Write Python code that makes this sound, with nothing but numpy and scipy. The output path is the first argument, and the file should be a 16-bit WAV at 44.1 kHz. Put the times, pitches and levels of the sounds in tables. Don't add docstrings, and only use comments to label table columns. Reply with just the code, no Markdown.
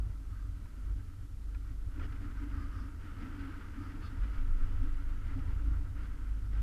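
import sys
import numpy as np
from scipy import signal
from scipy.fft import rfft, irfft, next_fast_len
from scipy.io import wavfile
from scipy.ndimage import uniform_filter1d, map_coordinates

SR = 44100
rng = np.random.default_rng(int(sys.argv[2]) if len(sys.argv) > 2 else 0)


def log_audio(samples):
    frames = np.atleast_2d(samples).T
    limited = np.clip(frames, -1, 1)
    pcm = np.round(limited * 32767).astype(np.int16)
    wavfile.write(sys.argv[1], SR, pcm)


N = 291942

# f/Hz, width/Hz, relative level/dB
WALL_MODES = [(922, 90, -3), (1271, 50, -3), (1329, 160, 7), (1535, 120, 1), (1890, 220, -7)]


def amp(db):
    return 10 ** (np.asarray(db) / 20)


def unit(x):
    return x / np.sqrt(np.mean(x ** 2) + 1e-20)


def curve(rows):
    t_s, values = np.transpose(rows)
    return np.interp(np.arange(N) / SR, t_s, values)


def wobble(rate_hz):
    knots = rng.standard_normal(int(N * rate_hz / SR) + 4)
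    return map_coordinates(knots, [np.arange(N) * rate_hz / SR])


def tone(hz):
    return unit(np.sin(2 * np.pi * (np.cumsum(hz) / SR + rng.random())))


def filtered(x, response):
    m = next_fast_len(N + SR // 2)
    return irfft(rfft(x, m) * response(np.fft.rfftfreq(m, 1 / SR)), m)[:N]


def coloured(x, points):
    f, db = np.transpose(points)
    return unit(filtered(x, lambda hz: amp(np.interp(np.log(hz + 1), np.log(f), db))))


def resonate(x, modes):
    def response(f):
        return sum(amp(db) * 1j * f * width / (centre * centre - f * f + 1j * f * width)
                   for centre, width, db in modes)
    return filtered(x, response)


def turbulence(lumpy_db, rate_hz):
    return rng.standard_normal(N) * amp(lumpy_db * wobble(rate_hz))


def sustained(x, window_s):
    power = uniform_filter1d(x ** 2, int(window_s * SR))
    return x / np.sqrt(np.abs(power) + 1e-4)


def swell(peak_s, half_s, edge=2):
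    return np.exp(-np.abs((np.arange(N) / SR - peak_s) / half_s) ** edge)


def shudder_strength():
    # peak t/s, relative level/dB, rise/s, t60/s
    shudders = [(2.0, -40.5, 0.37, 4.6), (4.57, -26.5, 0.15, 3.1), (5.3, -36, 0.35, 12)]
    calm_db = -46.5
    t = np.arange(N) / SR
    power = amp(calm_db) ** 2
    for peak_s, db, rise_s, t60_s in shudders:
        decay = amp(-60 * np.abs(t - peak_s) / t60_s)
        bout = amp(db) * np.where(t < peak_s, swell(peak_s, rise_s), decay)
        power = power + bout ** 2
    return np.sqrt(power)


def chair():
    # t/s, f/Hz
    hum_pitch = [(0, 49.6), (0.9, 48.8), (1.6, 49.4), (2.4, 48.8), (2.8, 50), (3.4, 48), (4.3, 50.2),
                 (5.3, 49.6), (5.7, 50.7), (6.1, 49.6), (6.6, 50.3)]
    # t/s, relative level/dB
    hum_strength = [(0, -30.5), (0.12, -37.5), (0.27, -42.5), (0.42, -36), (0.55, -38), (0.67, -52),
                    (0.8, -37), (0.92, -31.5), (1.15, -55), (1.33, -40), (1.56, -33.5), (2.05, -42),
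                    (2.45, -38.5), (2.85, -40), (3.2, -59), (3.42, -43), (3.75, -46.5), (4.15, -48),
                    (4.25, -31.5), (4.5, -45), (4.93, -33.5), (5.23, -44), (5.4, -39), (5.6, -32.5),
                    (5.74, -30), (5.92, -39.5), (6.08, -36.5), (6.2, -39), (6.57, -28.5)]
    # t/s, relative level/dB
    rumble_strength = [(0, -43.5), (0.35, -48), (0.7, -47.5), (0.95, -46.5), (1.5, -49), (2.0, -43),
                       (2.55, -43.5), (3.3, -46.5), (3.6, -48.5), (4.15, -42.5), (4.35, -46.5),
                       (4.75, -41.5), (5.15, -48), (5.32, -41), (5.85, -41), (6.0, -49), (6.25, -49.5),
                       (6.5, -42)]
    # f/Hz, relative density/dB per Hz
    hanger_spectrum = [(20, -16.5), (36, -13), (62, -2), (78, -3), (100, -4), (110, -9), (130, -15.5),
                       (180, -28), (300, -36), (600, -43), (1200, -46.5), (6000, -120)]
    # centre f/Hz, mean relative level/dB
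    hanger_modes = [(32, 0), (77, -1), (87, -4.5), (99, -3.5)]
    # f/Hz, relative density/dB per Hz
    seat_spectrum = [(4, -29), (12, 0), (22, -7), (34, 2), (44, -29), (70, -44), (400, -120)]
    hum_db, rumble_db, modes_db, shudder_db, sway_db = -3, -2.5, -1.0, -1.5, -5.5
    shudder_hz, drift_hz, throb_db = 23.04, 0.91, 2.0

    hum = unit(tone(curve(hum_pitch) + 1.124 * wobble(20)) * amp(throb_db * wobble(13)))

    ringing = np.zeros(N)
    for hz, db in hanger_modes:
        ringing += amp(db + 2.33 * wobble(6)) * tone(hz * (1 + 0.0249 * wobble(8)))
    rough = sustained(coloured(rng.standard_normal(N), hanger_spectrum), window_s=0.19)
    rumble = amp(modes_db) * unit(ringing) + amp(rumble_db) * rough
    rumble *= amp(2.2 * wobble(16))

    frame = tone(shudder_hz + drift_hz * wobble(4.4))
    sway = sustained(coloured(rng.standard_normal(N), seat_spectrum), window_s=0.58)
    shudder = amp(shudder_db) * frame + amp(sway_db) * sway

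    out = amp(curve(hum_strength) + hum_db) * hum
    out += amp(curve(rumble_strength)) * rumble
    return out + shudder_strength() * shudder


def ringing_walls():
    return sum(resonate(turbulence(lumpy_db=2.0, rate_hz=22), [mode]) for mode in WALL_MODES)


def breeze():
    # t/s, level/dB
    breeze_strength = [(0, -68), (0.42, -70.5), (0.55, -68), (0.9, -67), (1.38, -73.5), (1.5, -68.5),
                       (1.86, -71), (1.98, -61), (2.12, -61.5), (2.45, -60), (2.85, -62.5), (3.15, -58.5),
                       (3.45, -57.5), (3.95, -59), (4.3, -61), (5.0, -61), (5.55, -62), (6.2, -62),
                       (6.45, -67)]
    # peak t/s, half length/s, change/dB
    gusts = [(1.69, 0.042, 5.5), (2.23, 0.028, 3.5), (2.95, 0.054, -6), (3.25, 0.04, 5), (3.42, 0.068, 2),
             (4.26, 0.047, 6.5), (4.385, 0.051, 5), (4.65, 0.11, 3), (5.32, 0.067, 5.5), (5.5, 0.048, 4.5),
             (5.91, 0.047, -7), (6.03, 0.052, 5), (6.57, 0.063, 10)]
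    # f/Hz, relative density/dB per Hz
    hollow_spectrum = [(70, -33), (140, -11), (200, -10), (245, -9), (282, -1.5), (315, -11.5), (390, -23),
                       (440, -20), (500, -27.5), (750, -33), (1200, -32.5), (6000, -120)]
    # f/Hz, relative density/dB per Hz
    eddy_spectrum = [(400, 2), (900, -6.5), (1600, -9), (2000, 0.5), (2500, -4.5), (2950, -4.5),
                     (3900, -15.5), (4800, -14), (5800, -20.5), (9000, -34), (15000, -38)]
    reference_db = -60
    buffet_db, brush_db, eddy_db = -55.0, -60.0, -65.0
    buffet_growth = 0.56
    gust_in_hollow, gust_on_walls = 0.34, 0.59
    gust_edge = 4.4

    strength = curve(breeze_strength) - reference_db
    gust = sum(db * swell(peak_s, half_s, gust_edge) for peak_s, half_s, db in gusts)

    buffet = coloured(turbulence(lumpy_db=0.5, rate_hz=33), hollow_spectrum)
    buffet = sustained(buffet, window_s=0.19)
    wall_spectrum = [(300, -34.0), (900, 1.0), (2000, 0.5), (4000, -11.0), (10000, -26)]
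    brush = coloured(sustained(unit(ringing_walls()), window_s=0.14), wall_spectrum)
    eddies = coloured(turbulence(lumpy_db=1.5, rate_hz=170), eddy_spectrum)

    upper = amp(brush_db + strength + gust_on_walls * gust) * brush
    upper += amp(eddy_db + strength + gust) * eddies
    flutter = amp(1.08 * wobble(35))
    lower = amp(buffet_db + buffet_growth * strength + gust_in_hollow * gust) * buffet
    return lower + flutter * upper


def hiss():
    # f/Hz, relative density/dB per Hz
    hiss_spectrum = [(100, 0.5), (600, 8), (1500, 1), (3000, 4.5), (5000, 3), (7500, 2), (9700, 0),
                     (11000, 1), (13000, -2.5), (15300, -7.5)]
    level_db = -71
    return amp(level_db) * coloured(rng.standard_normal(N), hiss_spectrum)


def swishes():
    # peak t/s, half length/s, hiss level/dB, wall level/dB, hiss centre f/Hz
    rubs = [(0.384, 0.093, -80, -62.5, 4500), (2.6, 0.069, -74, -56, 5200),
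            (2.792, 0.073, -71.5, -56, 5300), (3.854, 0.062, -74, -58.5, 4900),
            (4.059, 0.036, -63.5, -58, 4270)]
    # f/Hz, width/Hz, relative level/dB
    rub_bands = [(2750, 280, 7.5), (3450, 240, 3), (4410, 220, 0.5), (4890, 340, 1), (5600, 280, -5)]
    # f/Hz, relative density/dB per Hz
    cloth_spectrum = [(1800, -9), (3100, -4.5), (4500, 4.5), (6000, -11), (9000, -13)]
    # f/Hz, relative density/dB per Hz
    body_spectrum = [(700, -36), (1050, -1.5), (1170, -2.5), (1240, 2.5), (1320, -11), (1600, -4.5),
                     (2600, -19)]
    cloth_hz = 4560

    seat = resonate(turbulence(lumpy_db=1.5, rate_hz=180), rub_bands)
    body = coloured(resonate(rng.standard_normal(N), WALL_MODES), body_spectrum)
    out = np.zeros(N)
    for peak_s, half_s, hiss_db, body_db, hz in rubs:
        rub = coloured(seat, [(f * hz / cloth_hz, db) for f, db in cloth_spectrum])
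        out += swell(peak_s, half_s) * (amp(hiss_db) * rub + amp(body_db) * body)
    return out


def ticks():
    # t/s, peak level/dB
    contacts = [(0.657, -56), (1.547, -49.5), (1.996, -45.5), (2.032, -51), (3.223, -56)]
    # f/Hz, mean relative level/dB, t60/s
    fitting_modes = [(970, 0.5, 0.035), (1403, -1, 0.08), (1710, 3, 0.035), (2303, 0.5, 0.04),
                     (2470, -2, 0.034), (3430, -6.5, 0.03), (4980, -7, 0.035)]
    scrape_t60_s, build_up_s, soft_hz = 0.025, 0.00027, 3400
    lowpass = signal.butter(2, soft_hz, fs=SR)
    out = np.zeros(N)
    t = np.arange(SR // 2) / SR
    for start_s, peak_db in contacts:
        ring = np.zeros(len(t))
        for hz, db, t60_s in fitting_modes:
            decay = amp(db + 2 * rng.standard_normal() - 60 * t / t60_s)
            ring += decay * np.sin(2 * np.pi * hz * t)
        scrape = rng.standard_normal(len(t)) * amp(-60 * t / scrape_t60_s)
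        tick = (ring + scrape) * (1 - np.exp(-t / build_up_s))
        tick = signal.lfilter(*lowpass, tick)
        out[round(start_s * SR):][:len(t)] += amp(peak_db) * tick / np.abs(tick).max()
    return out


def booms():
    # start t/s, length/s, level before flutter/dB, mid pitch f/Hz
    big_eddies = [(0.933, 0.058, -57, 279.5), (1.52, 0.035, -60, 280), (1.647, 0.087, -58, 272.4),
                  (1.955, 0.1, -51.5, 282), (2.2, 0.11, -52, 282.3), (2.399, 0.075, -45.5, 288),
                  (2.492, 0.19, -51, 286.2), (2.714, 0.19, -55.5, 279.7), (3.209, 0.098, -48, 268),
                  (3.328, 0.092, -50.5, 280), (3.421, 0.08, -47, 276), (3.76, 0.08, -47.5, 280),
                  (3.844, 0.18, -53, 268), (4.815, 0.071, -47, 278), (5.347, 0.073, -44.5, 278),
                  (5.641, 0.082, -51, 281.3)]
    # f/Hz, relative density/dB per Hz
    boom_spectrum = [(120, -15), (205, -15), (240, -2.5), (280, 8), (318, -6.5), (355, -20.5), (430, -23),
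                     (520, -40), (900, -56)]
    attack_s, release_s = 0.018, 0.066
    rise_hz, waver_hz = 30, 17
    tone_share = 0.47
    flutter_db = 1.0

    rough = sustained(coloured(rng.standard_normal(N), boom_spectrum), window_s=0.056)
    waver = waver_hz * wobble(55)
    out = np.zeros(N)
    for start_s, length_s, db, hz in big_eddies:
        t = np.arange(N) / SR - start_s
        attack = np.clip(t / attack_s, 0, 1)
        release = np.clip((length_s - t) / release_s + 0.5, 0, 1)
        pitch = hz + rise_hz * (np.clip(t / length_s, 0, 1) - 0.5) + waver
        surge = np.sqrt(tone_share) * tone(pitch) + np.sqrt(1 - tone_share) * rough
        out += amp(db) * attack * release * sustained(surge, window_s=0.036)
    return out * amp(flutter_db * wobble(55))


def scrapes():
    # peak t/s, half length/s, level/dB
    drags = [(2.036, 0.033, -50.3)]
    # f/Hz, relative density/dB per Hz
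    scrape_spectrum = [(150, 10), (300, 10), (450, 4), (750, -2), (1000, -9), (1350, 10), (1650, -3),
                       (1950, 5.5), (2400, -12.5), (2900, -3.5), (3900, -21.5), (5000, -16), (9000, -37)]
    edge = 3.2
    grains = coloured(turbulence(lumpy_db=1.5, rate_hz=500), scrape_spectrum)
    return grains * sum(amp(db) * swell(peak_s, half_s, edge) for peak_s, half_s, db in drags)


def jolts():
    # t/s, peak envelope/dB, f/Hz
    thumps = [(2.43, -39, 83), (3.166, -40, 87.5), (3.246, -39, 96), (4.19, -28.5, 37.7),
              (4.375, -22, 22.7)]
    rise_cycles, t60_cycles = 0.38, 14.6
    out = np.zeros(N)
    for start_s, db, hz in thumps:
        cycles = np.maximum(np.arange(N) / SR - start_s, 0) * hz
        envelope = (1 - np.exp(-cycles / rise_cycles)) * amp(-60 * cycles / t60_cycles)
        out += amp(db) * envelope / envelope.max() * np.sin(2 * np.pi * cycles)
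    return out


def scene():
    steady = chair() + breeze() + hiss()
    events = swishes() + ticks() + booms() + scrapes() + jolts()
    return (steady + events)[None]


def record(dry):
    band_limit_hz = 15350
    return filtered(dry[0], lambda hz: hz < band_limit_hz)[None]


dry = scene()
out = record(dry)
log_audio(out)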